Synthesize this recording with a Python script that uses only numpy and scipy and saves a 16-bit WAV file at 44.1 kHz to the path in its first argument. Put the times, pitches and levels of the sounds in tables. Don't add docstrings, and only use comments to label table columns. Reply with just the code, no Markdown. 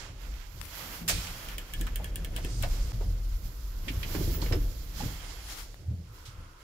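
import sys
import numpy as np
from scipy import signal
from scipy.fft import rfft, irfft, next_fast_len
from scipy.io import wavfile
from scipy.ndimage import uniform_filter1d

SR = 44100
rng = np.random.default_rng(int(sys.argv[2]) if len(sys.argv) > 2 else 0)


def boost_factor(decibels):
    exponent = np.asarray(decibels, float) / 20
    return 10 ** exponent


def log_audio(samples):
    frames = np.atleast_2d(samples).T
    limited = np.clip(frames, -1, 1)
    pcm = np.round(limited * 32767).astype(np.int16)
    wavfile.write(sys.argv[1], SR, pcm)


N = 292373
T = np.arange(N) / SR

# centre in Hz, width in Hz, level in dB.
CAR_PEAKS = [(30.2, 9.6, -1), (41.65, 11, 2.5), (52.3, 8.6, -2.5)]
LEAF_PEAKS = [(82.3, 15, 1), (110, 14.5, -4)]
SHEET_PEAKS = [(160.7, 50, 4), (242.4, 67, -4.5)]
FRAME_PEAKS = [(298.7, 48, 2), (366, 86, -2), (479, 120, -3), (567, 290, -6.5)]
# time in seconds, load on the car in dB, looseness of the leaves in dB.
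DRIVE = [(0, -45.5, 1.5), (.47, -46, -4.5), (.83, -47, 3), (1.2, -44, 5), (1.68, -50.5, 2.5),
         (1.8, -31, -2.5), (2.3, -34, 4), (2.55, -33, 2.5), (3.1, -30, -2), (3.36, -29.5, -9),
         (3.52, -48, -1), (3.6, -33.5, -7.5), (4.05, -37, 3.5), (4.3, -29, 6), (4.67, -28, -1.5),
         (4.74, -36.5, -1), (5.45, -42.5, -1.5), (6.63, -55, -1)]
# level at idle in dB, share of load, share of looseness.
LEAF_FOLLOW = (-55, .9, 0.71)
SHEET_FOLLOW = (-61, .7, 1.)
FRAME_FOLLOW = (-60, 0.38, 1)
# start in seconds, hold in seconds, car in dB, leaf above car in dB, sheet above car in dB.
JOLTS = [(0.1, 0.026, -47, 2.5, -10), (0.29, .03, -36, -20, -19), (0.577, 0.033, -43.5, 1, -10.5),
         (0.844, .06, -46, -10, -5.5), (1.146, 0.023, -32.5, -5.5, -12), (1.305, 0.016, -39.5, -6, -17),
         (1.474, 0.14, -39.5, -14.5, -15.5), (1.804, 0.032, -32, -18, -12), (2.61, 0.045, -34, 0.5, -12.5),
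         (2.72, .01, -27, -15, -37), (2.828, .01, -25, -23, -38), (2.946, .03, -38.5, 2.5, -11),
         (3.09, .03, -30, -4, -18.5), (3.343, 0.0091, -30.5, -13, -39), (3.463, 0.0077, -32, -10, -17.5),
         (3.79, .04, -35, -18, -41), (3.904, 0.011, -42, -2, -4), (3.976, .01, -28.5, -5.5, -22),
         (4.188, .01, -42, 7.5, 0), (4.262, 0.017, -32.5, 0, -18), (4.2, .36, -48, 0, 2),
         (4.536, .02, -34.5, 6.5, -17), (5.04, .02, -34.5, -4.5, -3.5), (5.904, 0.054, -59.5, 27, 1),
         (6.398, 0.015, -41, -3.5, -15.5)]
# centre in seconds, half width in seconds, depth in dB.
LULLS = [(.1, 0.047, 10), (.83, .08, 8.5), (1.24, 0.064, 12), (1.42, .05, 7), (2.07, 0.036, 8),
         (2.77, .04, 4), (2.92, 0.061, 9), (3.4, 0.045, 6), (4.05, 0.042, 5), (4.17, 0.046, 6),
         (4.37, .04, 4), (5.9, 0.2, 14)]

# start in seconds, peak in dB, brightness in dB, left minus right in dB.
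TICKS = [(1.486, -37, -6, 4), (1.5812, -29.5, -4.5, 0.5), (1.736, -31, -2, -1), (1.8107, -32, -1, -3),
         (1.867, -43, 2, -3), (1.9577, -32.5, 2, -3.5), (2.043, -33.5, -2, -2), (2.157, -33.5, 2.5, 1),
         (2.2461, -32.5, -3.5, -3), (2.3632, -31, -0.5, 2), (2.447, -33, -4.5, -1), (2.6245, -33, 3, 2)]
# centre in Hz, width in Hz, level in dB.
TICK_BODY = [(1740, 500, -3), (2350, 600, 0), (3110, 900, 5), (5200, 4500, -7.5)]
TICK_EDGE = [(7640, 3100, -2.5), (9440, 1400, 0), (11600, 2300, -2.5), (14500, 2300, 2), (16700, 470, 10.5)]
# frequency in Hz, level in dB, T60 in seconds.
TICK_MODES = [(1747, -2, .14), (2210, -4.5, .07), (2902, -1, .07), (3280, -2, .09), (9600, -3, .015)]
# start in seconds, peak in dB, frequency in Hz, T60 in seconds.
PANEL_MODES = [(1.005, -37, 172, .9), (1.08, -36, 62, .3), (1.15, -24.5, 52, .25), (4.15, -35, 135, .3),
               (4.2, -39, 373, .2), (4.51, -32, 92, .2), (4.53, -37.5, 376.5, 0.29), (4.555, -35, 288, .3),
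               (4.6, -30, 45.5, .5), (4.515, -37, 470, .2), (4.42, -36, 140, .2), (4.42, -41, 360, 0.14),
               (2.2, -41, 155, .3), (2.5, -38, 117, .5), (4.27, -40, 345, .3), (4.37, -40, 300, .3),
               (4.148, -36, 400, .1), (2.1, -42, 130, .3), (2.3, -43, 160, .3), (2.7, -41, 115, .4),
               (3.05, -42, 165, .3), (5.003, -38, 850, .08), (5.03, -40, 290, .2), (3.56, -42, 114, .3),
               (2.635, -38, 720, .1), (6.2, -44, 70, 0.44)]

# start in seconds, peak in dB, centre in Hz, left minus right in dB, width in octaves.
KNOCKS = [(1.091, -29.5, 596, -1, 1), (1.808, -37, 291, 0, 0.76), (1.993, -39, 600, 0, 0.89),
          (2.445, -35.5, 308, -1, 1), (2.633, -31, 690, -2, 0.47), (3.004, -35.5, 482, -2, 0.89),
          (3.868, -37.5, 290, -6, .76), (4.146, -27, 334, -1, 0.91), (4.204, -30, 340, -3, 0.49),
          (4.274, -34.5, 350, -7, 0.41), (4.376, -33, 332, -2, 0.4), (4.507, -27.5, 315, -4, 0.91),
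          (4.524, -29, 437, 3, 1), (4.568, -36.5, 304, -6, 0.37), (5.02, -41, 230, -4, 0.77)]
SCUFFS = [(1.2683, -34.5, 3200, -4.5, 1.6), (1.8671, -33.5, 1540, -4, 1.4), (2.6323, -27.5, 1760, -1, 1.9),
          (3.8818, -27.5, 2700, -4, 0.71), (4.0294, -29.5, 2600, -3.5, 0.81),
          (4.1474, -35.5, 1490, -1, 1.1), (4.416, -35, 4230, -7.5, 0.87), (4.459, -37.5, 2260, -3, 0.83),
          (4.5222, -28.5, 1980, -6.5, 1.4)]
SLAM = [
    (1.078, -26, 4500, -3, 3.2),
    (1.085, -22, 4500, -3, 3),
    (1.095, -22, 3200, -3, 3),
    (1.083, -29, 7450, -4, .08),
]
RATTLE = [
    (1.108, -31, 3720, -4.5, 1.9),
]
LATCH = [
    (4.422, -35, 990, -1, 0.48),
    (2.382, -40.5, 710, -2, 0.5),
    (5.002, -33, 820, -2.5, 0.3),
]
THUDS = [
    (1.006, -37.5, 220, 2, 0.34),
    (1.145, -29, 90.4, -1, 0.6),
    (4.152, -26, 157, -4, 0.11),
    (4.513, -22, 79, -2, 0.46),
    (5.03, -25, 125, 0, 0.36),
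    (5.876, -26, 116, -2, 0.15),
    (5.9, -36, 189, 0, 0.46),
    (6.25, -42, 3900, -5.5, 1.4),
]
EXTRA_KNOCKS = [(3.9, -35, 263, -3, 0.2), (4.045, -38.5, 277, -5, .3), (4.315, -39, 350, -3, 0.82),
                (4.42, -35, 324, -3, 0.46), (4.46, -38, 320, -3, .7), (4.545, -33, 370, -6, 0.34),
                (4.59, -38, 293, -4, 0.27)]
SETTLES = [(5.79, -39, 120.4, -1, 0.32), (5.98, -38, 170, -1, 0.26), (6.085, -32, 110, -1, 0.15),
           (6.27, -34.5, 107, -1, .25), (2.0, -32.5, 150, -1, 0.33), (2.43, -32, 125, -1, 0.25)]
CLACKS = [(5.264, -44, 660, -5, .9), (5.31, -45, 560, -5, .9), (2.374, -35, 2950, -2, 0.43),
          (2.918, -40, 780, -2, 1.8), (2.636, -36, 1100, -2, 2.5), (3.887, -41, 1500, -4, 2.5),
          (4.032, -41, 1800, -3, 2.5), (5.743, -50, 14000, 6, .6)]
TAPS = [
    (.211, -50, 600, 1, 2.5),
    (.279, -44, 700, 14, 6.2),
    (.34, -43, 900, 16, 3),
    (.614, -25, 2430, 14, 3.5),
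    (.654, -36, 2600, 14, 4),
    (5.743, -41, 900, 21, 2.),
]
# start in seconds, length in seconds, start in Hz, end in Hz, level in dB.
SQUEAKS = [(4.3, .1, 15500, 15400, -43), (4.412, .018, 4440, 4400, -45), (4.52, .03, 5300, 5220, -43),
           (1.12, .14, 7450, 7400, -53), (5.16, .17, 8750, 9250, -62), (5.27, .15, 9150, 10250, -66),
           (5.37, .17, 10150, 10800, -62), (5.31, .1, 11400, 11750, -60)]

# centre in Hz, width in Hz, level in dB.
WEAVE_PEAKS = [(4440, 2700, 2), (5550, 2200, 0), (7050, 1300, 0)]
FOLD_PEAKS = [(900, 1060, 3), (1400, 440, 0), (1670, 1600, 2.5), (2110, 310, 2), (2760, 1450, 1.5),
              (3250, 410, 1)]
SHEEN_PEAKS = [(9600, 2300, 0)]
HISS_PEAKS = [(12080, 2500, 0.3), (13900, 3700, -4.5), (14900, 840, -2.5)]
# start in seconds, hold in seconds, weave in dB, folds above weave in dB,
# fine hiss above weave in dB.
STROKES = [(0, 0.067, -53, 4, -16), (0.217, 0.21, -62, 4.5, -4), (0.65, 0.018, -52.5, 1.5, 1),
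           (0.784, .17, -48, 2.5, 2.5), (1.212, 0.082, -46.5, 2, -3), (1.387, 0.15, -51.5, 4, 0),
           (1.6, 0.85, -60, 5.5, -3), (1.793, .01, -57.5, 2, 1), (2.04, 0.0091, -62, 8, .5),
           (2.39, .05, -55, 5, -3), (2.522, 0.51, -53.5, -4.5, -12), (2.63, 0.33, -53, 1, -2.5),
           (2.932, 0.093, -57, -2, -3), (3.084, 1, -61.5, -1.5, 2.5), (3.452, .03, -59, -6, 4),
           (3.878, 0.19, -56, 2.5, 3.5), (4.122, 0.22, -47, 0, 2), (4.43, 0.12, -51.5, 3, 2.5),
           (4.62, 0.29, -56.5, -3, 1.5), (5.005, 0.11, -48.5, .5, -0.5), (5.202, 0.27, -53.5, 1.5, -9),
           (5.492, 0.11, -45, -2, -6), (6.168, 0.099, -62, -1, -3), (6.3, 0.23, -74, 12.5, -9)]
# weave, folds, sheen, hiss, all in dB.
REST_DB = (-67.5, -66, -74, -73)
# weave, folds, sheen, hiss, all left minus right in dB.
SHADOW_DB = (-5.5, -1, 9, -1.5)
# time in seconds, left minus right in dB.
TURN = [(0, -7.5), (.15, -5), (.22, -13), (.56, -14.5), (.63, 12.5), (.71, -5.5), (1., -3.5), (1.2, -2.5),
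        (2.3, -1.5), (2.56, -2.5), (3.3, -6.5), (5.4, -5.5), (5.5, 5.5), (5.62, 6), (5.7, -5.5), (6.63, -4)]

# start in seconds, hold in seconds, level in dB.
SEAL = [(2.45, .46, -56), (2.53, 0.088, -57)]
GUIDE = [(5.04, .1, -57), (5.15, .28, -59)]
# centre in Hz, width in Hz, level in dB.
SEAL_PEAKS = [(4900, 900, 0), (6000, 900, -1), (7200, 900, -2), (8600, 700, -1)]
GUIDE_PEAKS = [(2130, 140, -1), (3230, 310, 1), (5040, 200, -3), (7200, 300, -1)]

# centre in Hz, width in Hz, level in dB.
VENT_PEAKS = [(1010, 220, 0.27), (1340, 380, 1.2)]
# time in seconds, level over the usual in dB.
DRAUGHT = [(0, 0), (.3, -9), (.6, 0), (3., 3.5), (3.8, 8), (5.6, -2), (5.8, -7), (6.03, -12), (6.1, 10),
           (6.63, 9.5)]
# frequency in Hz, left-right correlation.
SAME = [(40, .995), (130, .97), (290, .85), (640, .6), (1400, .05), (16000, .01)]

IDLE_DB, VENT_DB = -44, -70
JOLT_RISE_DB_S, JOLT_FALL_DB_S, JOLT_SAG_DB, JOLT_FRAME_DB = 180, 134, 2.5, -9
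STROKE_RISE_DB_S, STROKE_FALL_DB_S, STROKE_SAG_DB = 129, 119, 2.5
SHEEN_DB, SHEEN_FINE_SHARE = -9, .4
TICK_MODE_DB, TICK_SCATTER_DB = -11.5, 2.5
KNOCK_T60_S, LATCH_T60_S, THUD_T60_S, TAP_T60_S = .15, 0.088, 0.27, 0.0056
SCUFF_T60_S, SLAM_T60_S, RATTLE_T60_S, CLACK_T60_S = 0.066, 0.096, 0.62, .022
WAVER_SHARE_AT_10K = .004
CAR_T60_S, CAR_WET_DB = 0.11, -7.5
CHANGE_S, CHANGE_WIDTH_S = 2.925, .005
TOP_HZ = 15700


def unit(x):
    return x / np.sqrt(np.mean(x ** 2))


def curves(table):
    s, *columns = np.transpose(table)
    return [np.interp(T, s, c) for c in columns]


def sides(pan_db):
    return boost_factor(np.clip(np.array([pan_db, -pan_db]), -24, 24) / 2)


def walk(rate_hz):
    k = int(SR / rate_hz)
    steps = np.repeat(rng.standard_normal(N // k + 1), k)
    return 0.93 * uniform_filter1d(uniform_filter1d(steps, k), k)[:N]


def resonate(force, peaks):
    size = force.shape[1]
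    hz = np.maximum(np.arange(size // 2 + 1) * SR / size, 1)
    power = sum((boost_factor(db) / (1 + ((hz / f - f / hz) * f / width) ** 2)) ** 2 for f, width, db in peaks)
    same_hz, likeness = np.transpose(SAME)
    same = np.interp(np.log(hz), np.log(same_hz), likeness)
    mid, side = rfft(force) * np.sqrt(power)
    mid = mid * np.sqrt(1 + same)
    side = side * np.sqrt(1 - same)
    return unit(irfft(np.array([mid + side, mid - side]), size))


def shaken(peaks, db, flicker_db, rate_hz, grit_db, hold_s):
    size = next_fast_len(N)
    grit = boost_factor(grit_db * rng.exponential(size=size))
    x = resonate(rng.standard_normal((2, size)) * grit, peaks)[:, :N]
    k = int(hold_s * SR)
    swell = uniform_filter1d(uniform_filter1d(np.mean(x ** 2, axis=0), k), k)
    return x / np.sqrt(swell + 0.062) * boost_factor(db + flicker_db * walk(rate_hz))


def swells(s, hold_s, rise_db_s, fall_db_s, sag_db):
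    t = T[::64] - s[:, None]
    hold = np.maximum(hold_s, .001)[:, None]
    same_scene = (s[:, None] + hold / 2 < CHANGE_S) == (T[::64] < CHANGE_S)
    rise = rise_db_s * np.minimum(t, 0)
    sag = sag_db * np.clip(t / hold, 0, 1)
    fall = fall_db_s * np.maximum(t - hold, 0)
    return same_scene * boost_factor(2 * (rise - sag - fall))


def heap(base_db, event_db, shapes):
    events = np.repeat(boost_factor(2 * event_db) @ shapes, 64)[:N]
    return 10 * np.log10(boost_factor(2 * base_db) + events)


def add(out, s, x):
    i = int(s * SR)
    out[:, i:i + x.shape[1]] += x[:, :N - i]


def rolling():
    load_db, loose_db = curves(DRIVE)
    s, hold_s, car_up_db, leaf_up, sheet_up = np.transpose(JOLTS)
    shapes = swells(s, hold_s, JOLT_RISE_DB_S, JOLT_FALL_DB_S, JOLT_SAG_DB)

    def follow(idle_db, load, loose):
        return idle_db + load * (load_db - IDLE_DB) + loose * loose_db

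    lull_db = sum(db * np.maximum(1 - np.abs(T - at) / half_s, 0) for at, half_s, db in LULLS)
    boom_db = heap(load_db, car_up_db, shapes) - lull_db
    leaf_db = heap(follow(*LEAF_FOLLOW), car_up_db + leaf_up, shapes)
    sheet_db = heap(follow(*SHEET_FOLLOW), car_up_db + sheet_up, shapes)
    frame_db = heap(follow(*FRAME_FOLLOW), car_up_db + sheet_up + JOLT_FRAME_DB, shapes)
    boom = shaken(CAR_PEAKS, boom_db, flicker_db=1.5, rate_hz=8, grit_db=1.25, hold_s=0.056)
    leaf = shaken(LEAF_PEAKS, leaf_db, flicker_db=0.3, rate_hz=10, grit_db=2.0, hold_s=0.07)
    sheet = shaken(SHEET_PEAKS, sheet_db, flicker_db=-0.5, rate_hz=22, grit_db=3, hold_s=0.044)
    frame = shaken(FRAME_PEAKS, frame_db, flicker_db=1.9, rate_hz=25, grit_db=2.5, hold_s=0.15)
    return boom + leaf + (sheet + frame) * sides(-2.7)[:, None]


def snap(peaks, t, t60_s):
    noise = rng.standard_normal((2, len(t)))
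    return resonate(noise, peaks) * boost_factor(-60 * t / t60_s) * np.minimum(t / 0.00087, 1)


def ticks():
    out, t = np.zeros((2, N)), T[:4096]
    for s, db, bright_db, pan_db in TICKS:
        body = snap(TICK_BODY, t, t60_s=0.024)
        edge = snap(TICK_EDGE, t, t60_s=0.016)
        add(out, s, boost_factor(db - 1.5) * sides(pan_db)[:, None] * (body + boost_factor(bright_db + 8) * edge))
    return out


def modes(rows, rise_s, rough_db, rate_hz):
    out, t, stutter = np.zeros((2, N)), T[:16384], walk(rate_hz)
    chance = rng.standard_normal((len(rows), 3))
    for k, ((s, db, hz, t60_s), (tune, phase, lag)) in enumerate(zip(rows, chance)):
        rough = np.roll(stutter, -4001 * k)[:len(t)]
        port_lag = np.array([[0], [lag * min(hz / 1500, 1.5)]])
        turn = 2 * np.pi * hz * (1 + .01 * tune) * t + 3 * phase + rough + port_lag
        level = boost_factor(db - 60 * t / t60_s + rough_db * rough[::-1])
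        add(out, s, level * np.minimum(t / rise_s, 1) * np.sin(turn))
    return out


def ringing():
    scatter_db = TICK_SCATTER_DB * rng.standard_normal((len(TICKS), len(TICK_MODES)))
    rows = []
    for (s, tick_db, _, _), row_db in zip(TICKS, scatter_db):
        for (hz, db, t60_s), d in zip(TICK_MODES, row_db):
            rows.append((s, tick_db + TICK_MODE_DB + db + d, hz, t60_s))
    steel = modes(rows, rise_s=.003, rough_db=5., rate_hz=400)
    return steel + modes(PANEL_MODES, rise_s=0.013, rough_db=2.5, rate_hz=40)


def blows(table, rise_s, t60_s, gain_db):
    out, t = np.zeros((2, N)), T[:16384]
    fade = np.minimum(t / rise_s, 1) * boost_factor(-60 * t / t60_s)
    for s, db, hz, pan_db, octaves in table:
        body = resonate(rng.standard_normal((2, len(t))), [(hz, hz * octaves, 0)])
        add(out, s, boost_factor(db + gain_db) * sides(pan_db)[:, None] * body * fade)
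    return out


def strikes():
    scuffs = blows(SCUFFS, 0.0018, SCUFF_T60_S, gain_db=-2.0)
    slam = blows(SLAM, 0.00084, SLAM_T60_S, gain_db=-0.5)
    return scuffs + slam + blows(RATTLE, 0.0014, RATTLE_T60_S, gain_db=-3.0)


def knocks():
    rattles = blows(KNOCKS, 0.0068, KNOCK_T60_S, gain_db=-1.5)
    latch = blows(LATCH, 0.0035, LATCH_T60_S, gain_db=-1.5)
    return rattles + latch + blows(THUDS, 0.0098, THUD_T60_S, gain_db=-4.0)


def settling():
    extra_knocks = blows(EXTRA_KNOCKS, 0.0084, KNOCK_T60_S, gain_db=-1.0)
    settles = blows(SETTLES, 0.018, THUD_T60_S, gain_db=-5.0)
    return extra_knocks + settles + blows(CLACKS, .001, CLACK_T60_S, gain_db=-1.5)


def squeaks():
    out, waver = np.zeros((2, N)), walk(500)
    for s, length_s, start_hz, end_hz, db in SQUEAKS:
        t = T[:int(length_s * SR)]
        rough = waver[int(s * SR):][:len(t)]
        glide_hz = start_hz + (end_hz - start_hz) * t / length_s
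        hz = glide_hz * (1 + WAVER_SHARE_AT_10K * (start_hz / 1e4) ** 3 * rough)
        tone = np.sin(2 * np.pi * np.cumsum(hz) / SR + np.array([[0], [1.6]]))
        add(out, s, boost_factor(db + 3.9 * rough[::-1]) * np.sin(np.pi * t / length_s) * tone)
    return out * sides(-13.5)[:, None]


def drag(table, peaks):
    s, hold_s, db = np.transpose(table)
    level_db = heap(-90, db, swells(s, hold_s, STROKE_RISE_DB_S, STROKE_FALL_DB_S, 1.4))
    hiss = shaken(peaks, level_db, flicker_db=1.5, rate_hz=30, grit_db=1.5, hold_s=.1)
    return hiss * sides(-7.0)[:, None]


def taps():
    return blows(TAPS, 0.00047, TAP_T60_S, gain_db=-0.5)


def cloth():
    s, hold_s, weave_db, fold_up, fine_up = np.transpose(STROKES)
    shapes = swells(s, hold_s, STROKE_RISE_DB_S, STROKE_FALL_DB_S, STROKE_SAG_DB)
    sheen_up = SHEEN_DB + SHEEN_FINE_SHARE * fine_up
    strokes_db = weave_db + np.array([0 * s, fold_up, sheen_up, fine_up])
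    pan_db, = curves(TURN)
    rustle = np.zeros((2, N))
    layers = (WEAVE_PEAKS, FOLD_PEAKS, SHEEN_PEAKS, HISS_PEAKS)
    for peaks, rest_db, db, shade_db in zip(layers, REST_DB, strokes_db, SHADOW_DB):
        level_db = heap(rest_db, db, shapes)
        layer = shaken(peaks, level_db, flicker_db=1.44, rate_hz=35, grit_db=1.5, hold_s=0.092)
        rustle += layer * sides(pan_db + shade_db)
    return rustle * boost_factor(1.4 * walk(30))


def vent():
    level_db = VENT_DB + curves(DRAUGHT)[0]
    return shaken(VENT_PEAKS, level_db, flicker_db=1.5, rate_hz=5.7, grit_db=0.0, hold_s=0.099)


def car(x):
    t = T[:16384]
    noise = resonate(rng.standard_normal((2, len(t))), [(1500, 15000, 0)])
    tail = noise * boost_factor(-60 * t / CAR_T60_S) * (t > .004)
    tail = tail / np.sqrt(np.sum(tail ** 2, axis=1, keepdims=True))
    return x + boost_factor(CAR_WET_DB) * signal.fftconvolve(x, tail, axes=1)[:, :N]


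def scene():
    hard = car(ticks() + strikes() + squeaks())
    doors = rolling() + hard + ringing() + knocks() + settling()
    rubbing = drag(SEAL, SEAL_PEAKS) + drag(GUIDE, GUIDE_PEAKS)
    return doors + rubbing + taps() + cloth() + vent()


def low_pass(x):
    return signal.sosfilt(signal.butter(12, 16980, fs=SR, output="sos"), x)


def record(dry):
    soft = np.tanh(3 * dry) / 3
    dip = np.clip(np.abs(T - CHANGE_S) / CHANGE_WIDTH_S, .02, 1)
    shelf = signal.ellip(7, .3, 33, TOP_HZ, fs=SR, output="sos")
    mix = signal.sosfilt(shelf, soft * dip)
    return low_pass(mix)


dry = scene()
out = record(dry)
log_audio(out)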